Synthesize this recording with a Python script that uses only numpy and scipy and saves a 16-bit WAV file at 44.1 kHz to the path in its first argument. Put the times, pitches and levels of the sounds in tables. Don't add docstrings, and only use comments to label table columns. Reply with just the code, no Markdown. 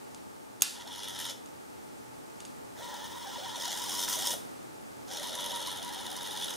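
import sys
import numpy as np
from scipy import signal
from scipy.fft import rfft, irfft
from scipy.io import wavfile

SR = 44100
rng = np.random.default_rng(int(sys.argv[2]) if len(sys.argv) > 2 else 0)


def ratio_of_db(decibels):
    return 10 ** (np.asarray(decibels, float) / 20)


def bounce(signal):
    frames = np.transpose(np.atleast_2d(signal))
    limited = np.clip(frames, -1, 1)
    pcm = np.round(limited * 32767).astype(np.int16)
    wavfile.write(sys.argv[1], SR, pcm)


N = 289296

# start t/s, stop t/s
RUNS = [(0.72, 1.315), (2.714, 4.339), (5.055, 6.6)]
# t/s, relative treble level/dB
KNOCKS = [(0.862, -45), (0.9582, -33), (1.041, -31), (1.083, -28), (1.189, -25), (1.2105, -30),
          (1.2514, -25.5), (1.295, -26), (2.8844, -48), (2.907, -46), (2.941, -34), (3.0418, -35),
          (3.1815, -39), (3.4428, -48), (3.4808, -36), (3.5977, -39), (3.6079, -41), (3.6446, -39),
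          (3.652, -28.5), (3.6657, -35), (3.704, -34), (3.715, -40), (3.7247, -40), (3.7618, -35),
          (3.7843, -31), (3.8169, -32), (3.8282, -32), (3.87, -40), (3.8819, -44), (3.9275, -27),
          (3.9382, -26), (3.9899, -26), (4.0245, -25), (4.0453, -43), (4.0854, -34), (4.0962, -30),
          (4.1249, -26), (4.1352, -24), (4.145, -28), (4.251, -24), (4.27, -22), (4.3044, -35),
          (4.3263, -32), (5.1218, -35), (5.1687, -32), (5.196, -29.5), (5.2289, -26), (5.2695, -28),
          (5.3399, -32), (5.3514, -23), (5.3844, -31), (5.3943, -32), (5.4055, -26), (5.4402, -28),
          (5.45, -28), (5.46, -24.5), (5.5059, -31), (5.5167, -28), (5.5491, -31), (5.5587, -26),
          (5.5696, -29), (5.6022, -31), (5.6145, -31), (5.6248, -33), (5.671, -25), (5.6819, -30),
          (5.7021, -33), (5.7142, -29), (5.7256, -30), (5.7591, -32), (5.7709, -29), (5.8266, -28.5),
          (5.8466, -29.5), (5.877, -33), (5.9242, -33), (5.9344, -31), (5.9448, -31), (6.0084, -32.5),
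          (6.0633, -30), (6.1017, -31), (6.1139, -29), (6.1264, -31), (6.1646, -25.5), (6.1733, -32),
          (6.218, -35), (6.2287, -29), (6.2603, -34), (6.2709, -28), (6.3071, -31), (6.3175, -32),
          (6.328, -29), (6.3721, -27.5), (6.4214, -28), (6.4317, -37), (6.4431, -24.5), (6.4916, -38),
          (6.5036, -24), (6.5367, -31)]
# f/Hz, width/Hz, relative level/dB
CASE = [(1346, 94, 8), (1963, 176, 6.5), (2300, 170, -5.5), (3046, 86, 9), (3190, 63, 5.5),
        (3407, 125, 10.5), (3694, 84, 9.5), (3815, 84, 6.5), (3975, 51, 3), (4280, 98, 3.5), (4972, 170, 4),
        (5400, 125, 8), (5825, 60.4, 4.5), (6020, 120, 7), (6370, 74, -2.5), (6730, 38, 7), (7160, 100, -2),
        (8680, 68, -3), (9080, 116, -4), (9830, 220, -1.5)]
# f/Hz, gain/dB
RATTLE_COLOUR = [(240, -46), (400, -15), (719, 3), (949, 9.5), (1110, -10.5), (1840, -9), (2470, -17.5),
                 (2970, 0.5), (3690, -10), (4400, -17.5), (4650, -42), (4900, -18.5), (6240, -2.5),
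                 (7990, -12.5), (16000, -23.5)]
SPLITS_HZ = (2600, 4500, 8000, 11500)
# f/Hz, gain/dB
KNOCK_TREBLE = [(5000, -17.5), (8200, -30), (9000, 2), (11000, -0.5), (13500, -10), (14500, -29),
                (17000, -19)]
# t/s, rattle 2.6-4.5 kHz level/dB,
# 4.5-8 kHz and top parts against it level/dB, shell level/dB, whine level/dB
TURNING = [
    [(0.75, -46, -9, -29, -62, -79), (0.78, -54, -9, -29, -61, -79), (0.815, -48, -5, -23, -71, -79),
     (0.85, -65, -11, -28, -63, -80), (0.863, -51.5, -4.5, -18, -59, -76),
     (0.95, -46.5, -5.5, -18, -61, -75), (1.16, -45.5, -2.5, -16, -59, -74),
     (1.2, -40.5, -4.5, -10.5, -53, -70), (1.3, -45, -1, -15, -55, -73)],
    [(2.75, -61, -4, -12, -64, -66), (2.785, -58, 0, -7, -55, -62), (2.83, -50.5, -3, -10.5, -49.5, -58),
     (2.95, -52, -3.5, -16, -53, -58), (3.15, -52, -3.5, -12, -53, -57), (3.52, -47, -4, -17, -51.5, -58),
     (3.62, -42.5, 0.5, -7.5, -45, -58), (3.695, -41, -1.5, -18, -54, -59),
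     (3.71, -40.5, -0.5, -8.5, -45, -60), (3.93, -39.5, 0.5, -7.5, -46.5, -55),
     (4.05, -42, 2.5, -1, -48, -56), (4.07, -45, -3, -12, -47, -55), (4.09, -41.5, 4, 1.5, -45, -54),
     (4.13, -40.5, 4.5, -0.5, -49, -53), (4.19, -41.5, 0, -6, -51.5, -63),
     (4.3, -39.5, 1, -2, -44.5, -56.5)],
    [(5.11, -46, 2.5, -10, -50.5, -69), (5.274, -42.5, -5.5, -15.5, -59.5, -70),
     (5.32, -46, -3, -16, -53.5, -72), (5.38, -41, -5.5, -15, -45, -72), (5.7, -41.5, -7.5, -19, -48, -70),
     (5.8, -44, -7.5, -21, -54, -64), (6.0, -46, -6.5, -17, -50, -62), (6.5, -41.5, -6, -14, -52, -60),
     (6.56, -49, 1, -18, -58, -70)],
]
# t/s, level/dB
SHELL_HUM = [(0.8, -8.5), (2.85, -10), (3.2, -12.5), (4.2, -12), (4.3, -6.5), (5.1, -6), (5.33, -6.5),
             (5.43, -6), (5.48, -7), (5.55, -7), (5.8, -13.5), (6.56, -9.5)]
SLACK_S = [1.204, 3.61, 3.717, 3.83, 3.993, 4.14, 4.26, 5.345, 5.452, 5.56, 5.67, 5.714, 5.768, 5.835,
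           5.935, 6.06, 6.168, 6.265, 6.372, 6.432, 6.497]
# t/s, nominal mesh rate f/Hz, relative level/dB
MESH = [
    [(0.74, 900, -52), (0.755, 956, -50), (0.77, 896, -57), (0.786, 799, -57), (0.8, 967, -57),
     (0.822, 947, -61), (0.842, 767, -66), (0.862, 648, -52), (0.878, 949, -55), (0.902, 959, -58),
     (0.936, 783, -57), (0.946, 906, -61), (0.994, 953, -56), (1.01, 796, -63), (1.03, 819, -65)],
    [(1.04, 845, -56), (1.05, 925, -60), (1.11, 925, -53), (1.126, 709, -60), (1.152, 838, -59),
     (1.208, 907, -54), (1.25, 900, -57), (1.272, 943, -51), (1.294, 890, -54), (1.308, 622, -67),
     (1.33, 607, -62)],
    [(2.74, 870, -58), (2.78, 870, -62), (2.79, 596, -62), (2.798, 611, -52), (2.812, 895, -50.5),
     (2.846, 999, -52.5), (2.898, 886, -48), (2.924, 933, -48), (2.938, 809, -46), (2.954, 1003, -54),
     (2.976, 861, -59), (2.992, 865, -51), (3.0, 825, -56)],
    [(3.01, 855, -51), (3.042, 884, -47), (3.05, 985, -52), (3.062, 902, -50), (3.094, 898, -62),
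     (3.104, 850, -53.5), (3.156, 1027, -54), (3.164, 935, -46.5), (3.196, 922, -57), (3.214, 987, -51),
     (3.22, 917, -55)],
    [(3.23, 922, -56), (3.246, 992, -51), (3.26, 807, -49), (3.28, 778, -45.5), (3.326, 1017, -59),
     (3.362, 911, -43.5), (3.372, 800, -57), (3.386, 560, -50), (3.405, 640, -51), (3.422, 720, -51),
     (3.432, 793, -49), (3.45, 788, -49)],
    [(3.46, 974, -47), (3.48, 854, -48), (3.492, 965, -50), (3.52, 843.4, -53), (3.552, 972, -45),
     (3.562, 880, -54), (3.58, 640.6, -50), (3.592, 850, -55), (3.624, 929, -48), (3.66, 948, -48),
     (3.672, 695.4, -55), (3.68, 694, -45)],
    [(3.69, 842, -48), (3.706, 863.4, -54), (3.742, 777, -48), (3.752, 944, -48), (3.766, 925, -51),
     (3.776, 801.4, -48), (3.812, 983, -48.5), (3.84, 945, -48), (3.854, 1029, -50), (3.902, 699.4, -51),
     (3.91, 773, -64)],
    [(3.92, 1001, -49), (3.936, 1040, -47), (3.94, 988, -51), (3.982, 934, -51), (3.99, 980, -48),
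     (4.02, 927, -57), (4.032, 953, -46.5), (4.054, 941, -59), (4.074, 778.6, -58), (4.084, 910, -40),
     (4.09, 919, -54)],
    [(4.1, 1006, -50), (4.152, 960, -49), (4.16, 901.4, -49), (4.172, 640, -51), (4.182, 602, -48),
     (4.2, 730, -51.5), (4.24, 810, -46.5), (4.25, 969, -51.5), (4.304, 947, -46.5), (4.322, 895, -52),
     (4.346, 581.5, -48), (4.362, 500, -46)],
    [(5.11, 751, -50), (5.138, 891.3, -56), (5.166, 816.5, -52), (5.184, 584.4, -59), (5.21, 566.3, -51),
     (5.23, 947.3, -50), (5.256, 998, -50.5), (5.272, 933, -48), (5.288, 804, -51), (5.298, 621, -53),
     (5.345, 629.5, -50)],
    [(5.355, 957, -53), (5.399, 975, -49), (5.403, 967, -52), (5.411, 840, -57), (5.421, 853, -59),
     (5.429, 942, -51), (5.457, 965, -50), (5.489, 916, -49), (5.497, 795, -57), (5.509, 788, -49),
     (5.52, 770.5, -52)],
    [(5.53, 967, -45), (5.598, 957.5, -51), (5.604, 847, -52), (5.624, 876.5, -51), (5.632, 946, -48.5),
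     (5.642, 941.4, -53), (5.652, 845, -55), (5.664, 940, -63), (5.674, 982, -44.5), (5.684, 979, -44.5),
     (5.7, 972, -56)],
    [(5.71, 915.6, -56), (5.714, 880, -52), (5.752, 882, -51), (5.758, 808, -49), (5.778, 910, -53),
     (5.79, 679, -51.5), (5.822, 687, -55), (5.832, 907, -54), (5.848, 989.7, -53), (5.884, 965, -48),
     (5.9, 768, -56)],
    [(5.91, 875, -44.5), (5.92, 832, -51), (5.928, 942.5, -50), (5.952, 921, -51), (5.96, 782, -48.5),
     (5.998, 778, -56), (6.008, 890, -47), (6.038, 944, -60), (6.074, 927, -47.5), (6.084, 700, -51),
     (6.1, 756, -51)],
    [(6.11, 923, -58), (6.122, 784, -45), (6.14, 769, -60), (6.17, 974, -47), (6.186, 987, -52),
     (6.2, 825, -52), (6.22, 858, -59), (6.226, 955, -52), (6.282, 876, -52), (6.288, 792, -47),
     (6.3, 804, -51)],
    [(6.31, 958, -56), (6.34, 836, -48), (6.38, 921.6, -50), (6.39, 753.5, -51), (6.448, 934, -57),
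     (6.46, 759.5, -50), (6.476, 965, -58), (6.496, 805, -53), (6.514, 967.6, -49), (6.532, 847, -51),
     (6.55, 650, -59)],
]
# t/s, relative level/dB, softness 0-1
TICKS = [(0.1468, -33, 0.95), (1.46, -37, 0.85), (2.402, -36, 0.8), (2.4048, -31, 0.85),
         (2.4515, -31, 0.85), (2.456, -40, 0.9), (0.6211, -7, 0.), (0.6082, -33, 1), (0.611, -35, 1),
         (0.62, -18, 0.), (0.624, -15, 0), (0.63, -22, 0.3)]
# f/Hz, relative level/dB
PLASTIC = [(1400, -7.5), (2000, -35), (2900, -8.5), (3500, -6.5), (4600, -6), (5700, -36), (6650, -1.5),
           (7800, -7.5), (9900, -7), (12000, -49)]
# f/Hz, gain/dB
CRACK = [(180, -50), (600, -34), (1300, -20), (2100, -24), (3240, -14.5), (5550, -6), (6670, -24),
         (8580, -2.5), (9980, -2.5), (15200, -6), (16500, 14)]
# f/Hz, level/dB, T60/s
THUMP = [(120, -54, .02), (435, -38, 0.02), (720, -29, 0.021)]
# f/Hz, gain/dB
SWITCH_ECHO = [(180, -69), (300, -46), (900, -16), (1480, -2), (1900, -10), (2840, -2.5), (4460, 1),
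               (10500, -4.5), (15700, -22), (16500, -45)]
# f/Hz, gain/dB
SNAP_WIDTH = [(300, -4), (600, 4), (1500, -6), (2500, -12), (6000, -26), (16000, -4)]
# f/Hz, gain/dB
ECHO_SIDE = [(100, 8), (400, 0.5), (1000, -1.5), (2400, 2), (4400, -16.5), (8000, -23), (15000, 0)]
# t/s, relative level/dB
BACKGROUND = [(0.0, -58), (0.78, -60.5), (1.24, -58.5), (3.78, -57), (3.98, -54.5), (4.26, -54),
              (4.75, -57.5), (5.35, -56), (6.38, -56), (6.56, -55)]
# f/Hz, relative level/dB
BACKGROUND_MID = [(15, -52), (25, -13.5), (53, -25), (76, -11.5), (170, -8.5), (263, -3), (416, -5),
                  (659, -9.5), (840, -5.5), (936, -13.5), (1230, -9.5), (1520, -14), (2990, -19.5),
                  (8590, -18.5), (16000, -28)]
# f/Hz, relative level/dB
BACKGROUND_SIDE = [(15, -79), (25, -19), (48, -22), (141, -7), (256, -2.5), (373, -4.5), (416, -4.5),
                   (734, -9), (1040, -12), (3520, -29), (5280, -32.5), (9070, -32.5), (16000, -41)]
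# f/Hz, width/Hz of each of two passes, level/dB
BACKGROUND_TONES = [(83.3, 3.4, -76.5), (121.6, 6.9, -71), (261.3, 14.4, -70), (875, 66, -64),
                    (15570, 150, -69)]

ATTACK_S, RELEASE_S = 0.058, 0.016
COAST_S = .045
GEAR_HZ, THROB_DB = 18.17, 1.5
MOTOR_TURNS = 5
LOW_DB, LOW_FOLLOWS = -53.5, 0.57
TREBLE_DB, TREBLE_FOLLOWS = 2.5, 0.76
KNOCK_DB, KNOCK_FOLLOWS = 15.5, 0.38
KNOCK_CASE_DB, KNOCK_LOW_CUT_HZ = -7.5, 2300
SLACK_DB, KNOCK_SPREAD_DB = 4.5, 1.8
SNUG_START_S, SNUG_END_S, SNUG_SHARE, SNUG_KNOCK_DB = 2.7, 3.52, .45, -8
WOBBLE_RAD, WOBBLE_DEPTH, HUNT_SHARE = .55, .35, .02
TEETH_DB, OCTAVE_DB = -16, -10.5
CRUISE_HZ, HUM_DB_PER_HZ = 945, 0.0269
GAP_HZ, GAP_WIDTH_HZ, GAP_SHARE = 4650, 350, .75
SHELL_LOW, SHELL_HIGH = (555, 90), (970, 160)
WHINE_HZ = 15550
THUD_S, THUD_DB, THUD_HZ, THUD_WIDTH_HZ = 4.0815, -29, 1550, 450
PLASTIC_T60_S = .007
ROOM_DB, NEAR_T60_S, FAR_T60_S = -6, 0.28, 0.5
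FAR_DB = -9.5
TOP_HZ = 15980


def rms_one(x):
    return x / np.sqrt(np.mean(x ** 2) + 1e-20)


def in_time(rows):
    s, *columns = np.transpose(rows)
    return np.array([np.interp(np.arange(N) / SR, s, c) for c in columns])


def in_step(t, rate, marks_s):
    free = rate * np.asarray(marks_s)
    whole = np.cumsum(np.round(np.diff(free, prepend=0)))
    return rate * t + np.interp(t, marks_s, whole - free)


def colour(x, points):
    hz, db = np.transpose(points)
    shape = np.interp(np.log(np.arange(4097) * SR / 8192 + 1), np.log(hz), db)
    cepstrum = irfft(np.log(ratio_of_db(shape)))
    cepstrum[1:4096] *= 2
    cepstrum[4097:] = 0
    return signal.fftconvolve(x, irfft(np.exp(rfft(cepstrum))))[:N]


def resonance(x, hz, width_hz):
    r = np.exp(-np.pi * width_hz / SR)
    poles = [1, -2 * r * np.cos(2 * np.pi * hz / SR), r * r]
    return signal.lfilter([(1 - r * r) / 2, 0, (r * r - 1) / 2], poles, x)


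def resonance_twice(x, hz, width_hz):
    return resonance(resonance(x, hz, width_hz), hz, width_hz)


def drift(rate):
    r = np.exp(-2 * np.pi * rate / SR)
    return rms_one(signal.lfilter([1], [1, -2 * r, r * r], rng.standard_normal(N + SR))[SR:])


def burst(clicks, rise_s, decay_s):
    a, b = np.exp(-1 / (rise_s * SR)), np.exp(-1 / (decay_s * SR))
    return signal.lfilter([1 - a], np.convolve([1, -a], [1, -b]), clicks + 1e-18)


def servo():
    rattle_db, upper_db, top_db, shell_db, whine_db = in_time([row for run in TURNING for row in run])
    mesh_hz, mesh_db = in_time([row for stretch in MESH for row in stretch])
    t = np.arange(N) / SR
    gear = 2 * np.pi * in_step(t, GEAR_HZ, SLACK_S)
    snug = (t > SNUG_START_S) * np.clip((SNUG_END_S - t) / .08 + 1, 0, 1)

    slack_db = SLACK_DB * (np.clip(2 * np.cos(gear) + .5, -1, 1) - 1)
    knock_db = rattle_db + KNOCK_DB + KNOCK_FOLLOWS * top_db + slack_db
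    rattle_db = rattle_db + THROB_DB * np.cos(gear) + .8 * drift(8.0)
    low_db = LOW_DB + LOW_FOLLOWS * (rattle_db + 43.0) - rattle_db
    treble_db = TREBLE_DB + TREBLE_FOLLOWS * top_db
    dull, sharp, knock_env, ticking, turns = gear_rattle(knock_db + SNUG_KNOCK_DB * snug, snug)

    wobble = 2 * np.pi * turns + 1.5 * drift(12)
    hunting_hz = mesh_hz * (1 + HUNT_SHARE * drift(50))
    phase = 2 * np.pi * np.cumsum(hunting_hz) / SR + WOBBLE_RAD * np.sin(wobble)
    teeth = ratio_of_db(TEETH_DB) * rms_one(sum(np.cos(k * phase) for k in range(2, 8)))

    sway = [ratio_of_db(1.3 * drift(20)) for k in range(7)]
    case = through_case(rms_one(dull) + teeth, sway)
    bright = through_case(sharp, sway)
    high_pass = signal.butter(2, KNOCK_LOW_CUT_HZ, "high", fs=SR, output="sos")
    thin = signal.sosfilt(high_pass, rng.standard_normal(N))
    body = knock_env * through_case(thin, sway) + ratio_of_db(-10.5) * ticking
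    edges = [1050, *SPLITS_HZ, 17000]
    band_db = [low_db, 0, upper_db, treble_db, top_db]
    for a, b, db, x in zip(edges[:-1], edges[1:], band_db, [case, case, case, bright, bright]):
        band = signal.sosfilt(signal.butter(3, [a, b], "band", fs=SR, output="sos"), x)
        body += ratio_of_db(rattle_db + db) * rms_one(band)

    hum_db = shell_db + in_time(SHELL_HUM)[0] + HUM_DB_PER_HZ * (CRUISE_HZ - mesh_hz)
    body += ratio_of_db(whine_db) * whine() + ratio_of_db(hum_db) * shell_rumble(dull) + thud()
    return drive(t, RELEASE_S) * body + drive(t, COAST_S) * mesh_tone(phase, mesh_db, wobble)


def drive(t, fade_s):
    return sum(np.clip((t - a) / ATTACK_S, 0, 1) ** 2 * np.clip(1 + (b - t) / fade_s, 0, 1) ** 2
               for a, b in RUNS)


def gear_rattle(knock_db, snug):
    s, hard_db = np.transpose(KNOCKS)
    hard = (s * SR).astype(int)
    turns = in_step(np.arange(N) / SR, GEAR_HZ * MOTOR_TURNS, s)
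    at = np.flatnonzero(np.diff(turns // 1))
    beats, knocks = np.zeros((2, N))
    beats[at] = ratio_of_db(2.5 * rng.standard_normal(N)[:len(at)])
    knocks[at] = ratio_of_db(knock_db[at] + KNOCK_SPREAD_DB * rng.standard_normal(N)[:len(at)])
    knocks[hard[:, None] + np.arange(-9, 9)] = 0
    knocks[hard] = ratio_of_db(hard_db)
    treble = rms_one(colour(rng.standard_normal(N), KNOCK_TREBLE))
    ticking = burst(knocks, 0.00021, 0.0035) * treble
    knocks *= ratio_of_db(KNOCK_CASE_DB + 1.2 * drift(30))
    noise = rng.standard_normal(N)
    loose = 1 - (1 - SNUG_SHARE) * snug
    sharp = (.28 + .37 * snug + loose * burst(beats ** 1.5, .0002, .0022)) * noise
    dull = (.12 + .35 * snug + loose * burst(beats, .001, .0032)) * noise
    return dull, sharp, burst(knocks, 0.0012, 0.003), ticking, turns


def through_case(x, sway):
    rings = np.zeros(N)
    for k, (hz, width_hz, db) in enumerate(CASE):
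        mode = resonance(x, hz, np.clip(width_hz, 50, 400))
        rings += (-1) ** k * ratio_of_db(db) * sway[k % 7] * mode
    both = rms_one(rings) + ratio_of_db(-3.5) * rms_one(colour(x, RATTLE_COLOUR))
    return both - GAP_SHARE * resonance(both, GAP_HZ, GAP_WIDTH_HZ)


def mesh_tone(phase, mesh_db, wobble):
    tone = np.sin(phase) + ratio_of_db(OCTAVE_DB) * np.sin(2 * phase)
    mesh = ratio_of_db(mesh_db) * tone * (1 + WOBBLE_DEPTH * np.cos(wobble)) * ratio_of_db(1.0 * drift(60))
    return 1.5 * mesh + .25 * resonance(mesh, *SHELL_HIGH)


def shell_rumble(rattle):
    return rms_one(resonance(resonance(rattle, *SHELL_LOW), SHELL_LOW[0], 360))


def whine():
    return rms_one(resonance_twice(rng.standard_normal(N), WHINE_HZ, 220))


def thud():
    click = 1. * (np.arange(N) == int(THUD_S * SR))
    noise = rms_one(resonance(rng.standard_normal(N), THUD_HZ, THUD_WIDTH_HZ))
    return ratio_of_db(THUD_DB) * noise * burst(click, 0.00099, 0.0022)


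def ticks():
    s, db, soft = np.transpose(TICKS)
    at = (s * SR).astype(int)
    shares = np.array([1 - soft, soft])
    clicks = np.zeros((2, N))
    clicks[:, at] = ratio_of_db(db) * shares
    crack = burst(clicks, 0.00019, 0.00059) * rng.standard_normal(N)
    out = ratio_of_db(8.0) * np.array([colour(c, CRACK) for c in crack])
    spread = rng.standard_normal((len(at), len(PLASTIC)))
    for k, (hz, level_db) in enumerate(PLASTIC):
        clicks[:, at] = ratio_of_db(db + level_db + 1.5 * spread[:, k]) * shares
        r, w = ratio_of_db(-60 / (PLASTIC_T60_S * SR)), 2 * np.pi * hz / SR
        poles = [1, -2 * r * np.cos(w), r * r]
        out += signal.lfilter([np.sin(w) / 2, 0, -np.sin(w) / 2], poles, clicks + 1e-18)
    clicks[0, at] = ratio_of_db(db) * (1 - soft)
    for hz, level_db, t60 in THUMP:
        r, w = ratio_of_db(-60 / (t60 * SR)), 2 * np.pi * hz / SR
        poles = [1, -2 * r * np.cos(w), r * r]
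        out[0] += ratio_of_db(level_db) * signal.lfilter([0, np.sin(w)], poles, clicks[0] + 1e-18)
    clicks[0, at] = ratio_of_db(db + 16.5)
    softened = signal.sosfilt(signal.butter(3, 9000, fs=SR, output="sos"), out[1])
    return out[0] + softened, colour(clicks[0], SWITCH_ECHO)


def room(x, t60):
    t = np.arange(int(.6 * SR)) / SR
    tails = rng.standard_normal((2, len(t))) * ratio_of_db(-60 * t / t60) * (t > .004)
    mid, side = [ratio_of_db(ROOM_DB) * signal.fftconvolve(x, tail / np.linalg.norm(tail))[:N] for tail in tails]
    return np.array([mid, colour(side, ECHO_SIDE)])


def background():
    white = rng.standard_normal((3, N))
    level = ratio_of_db(in_time(BACKGROUND)[0])
    mid = level * ratio_of_db(4.0) * rms_one(colour(white[0], BACKGROUND_MID))
    for hz, width_hz, db in BACKGROUND_TONES:
        mid += ratio_of_db(db) * rms_one(resonance_twice(white[2], hz, width_hz))
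    return np.array([mid, level * ratio_of_db(11.5) * rms_one(colour(white[1], BACKGROUND_SIDE))])


def scene():
    motor = servo()
    switch, echoed = ticks()
    near = room(motor, NEAR_T60_S)
    far = room(echoed + ratio_of_db(FAR_DB) * motor, FAR_T60_S)
    mid, side = near + far + background()
    side += colour(switch, SNAP_WIDTH)
    panned = switch * ratio_of_db(np.array([[-1.5], [1.2]]))
    return motor + panned + mid + side * np.array([[1], [-1]])


def top_cut(x):
    return signal.sosfilt(signal.butter(12, 17140, fs=SR, output="sos"), x)


def record(dry):
    low_pass = signal.cheby2(16, 60, TOP_HZ, fs=SR, output="sos")
    mix = signal.sosfilt(low_pass, dry)
    return top_cut(mix)


dry = scene()
out = record(dry)
bounce(out)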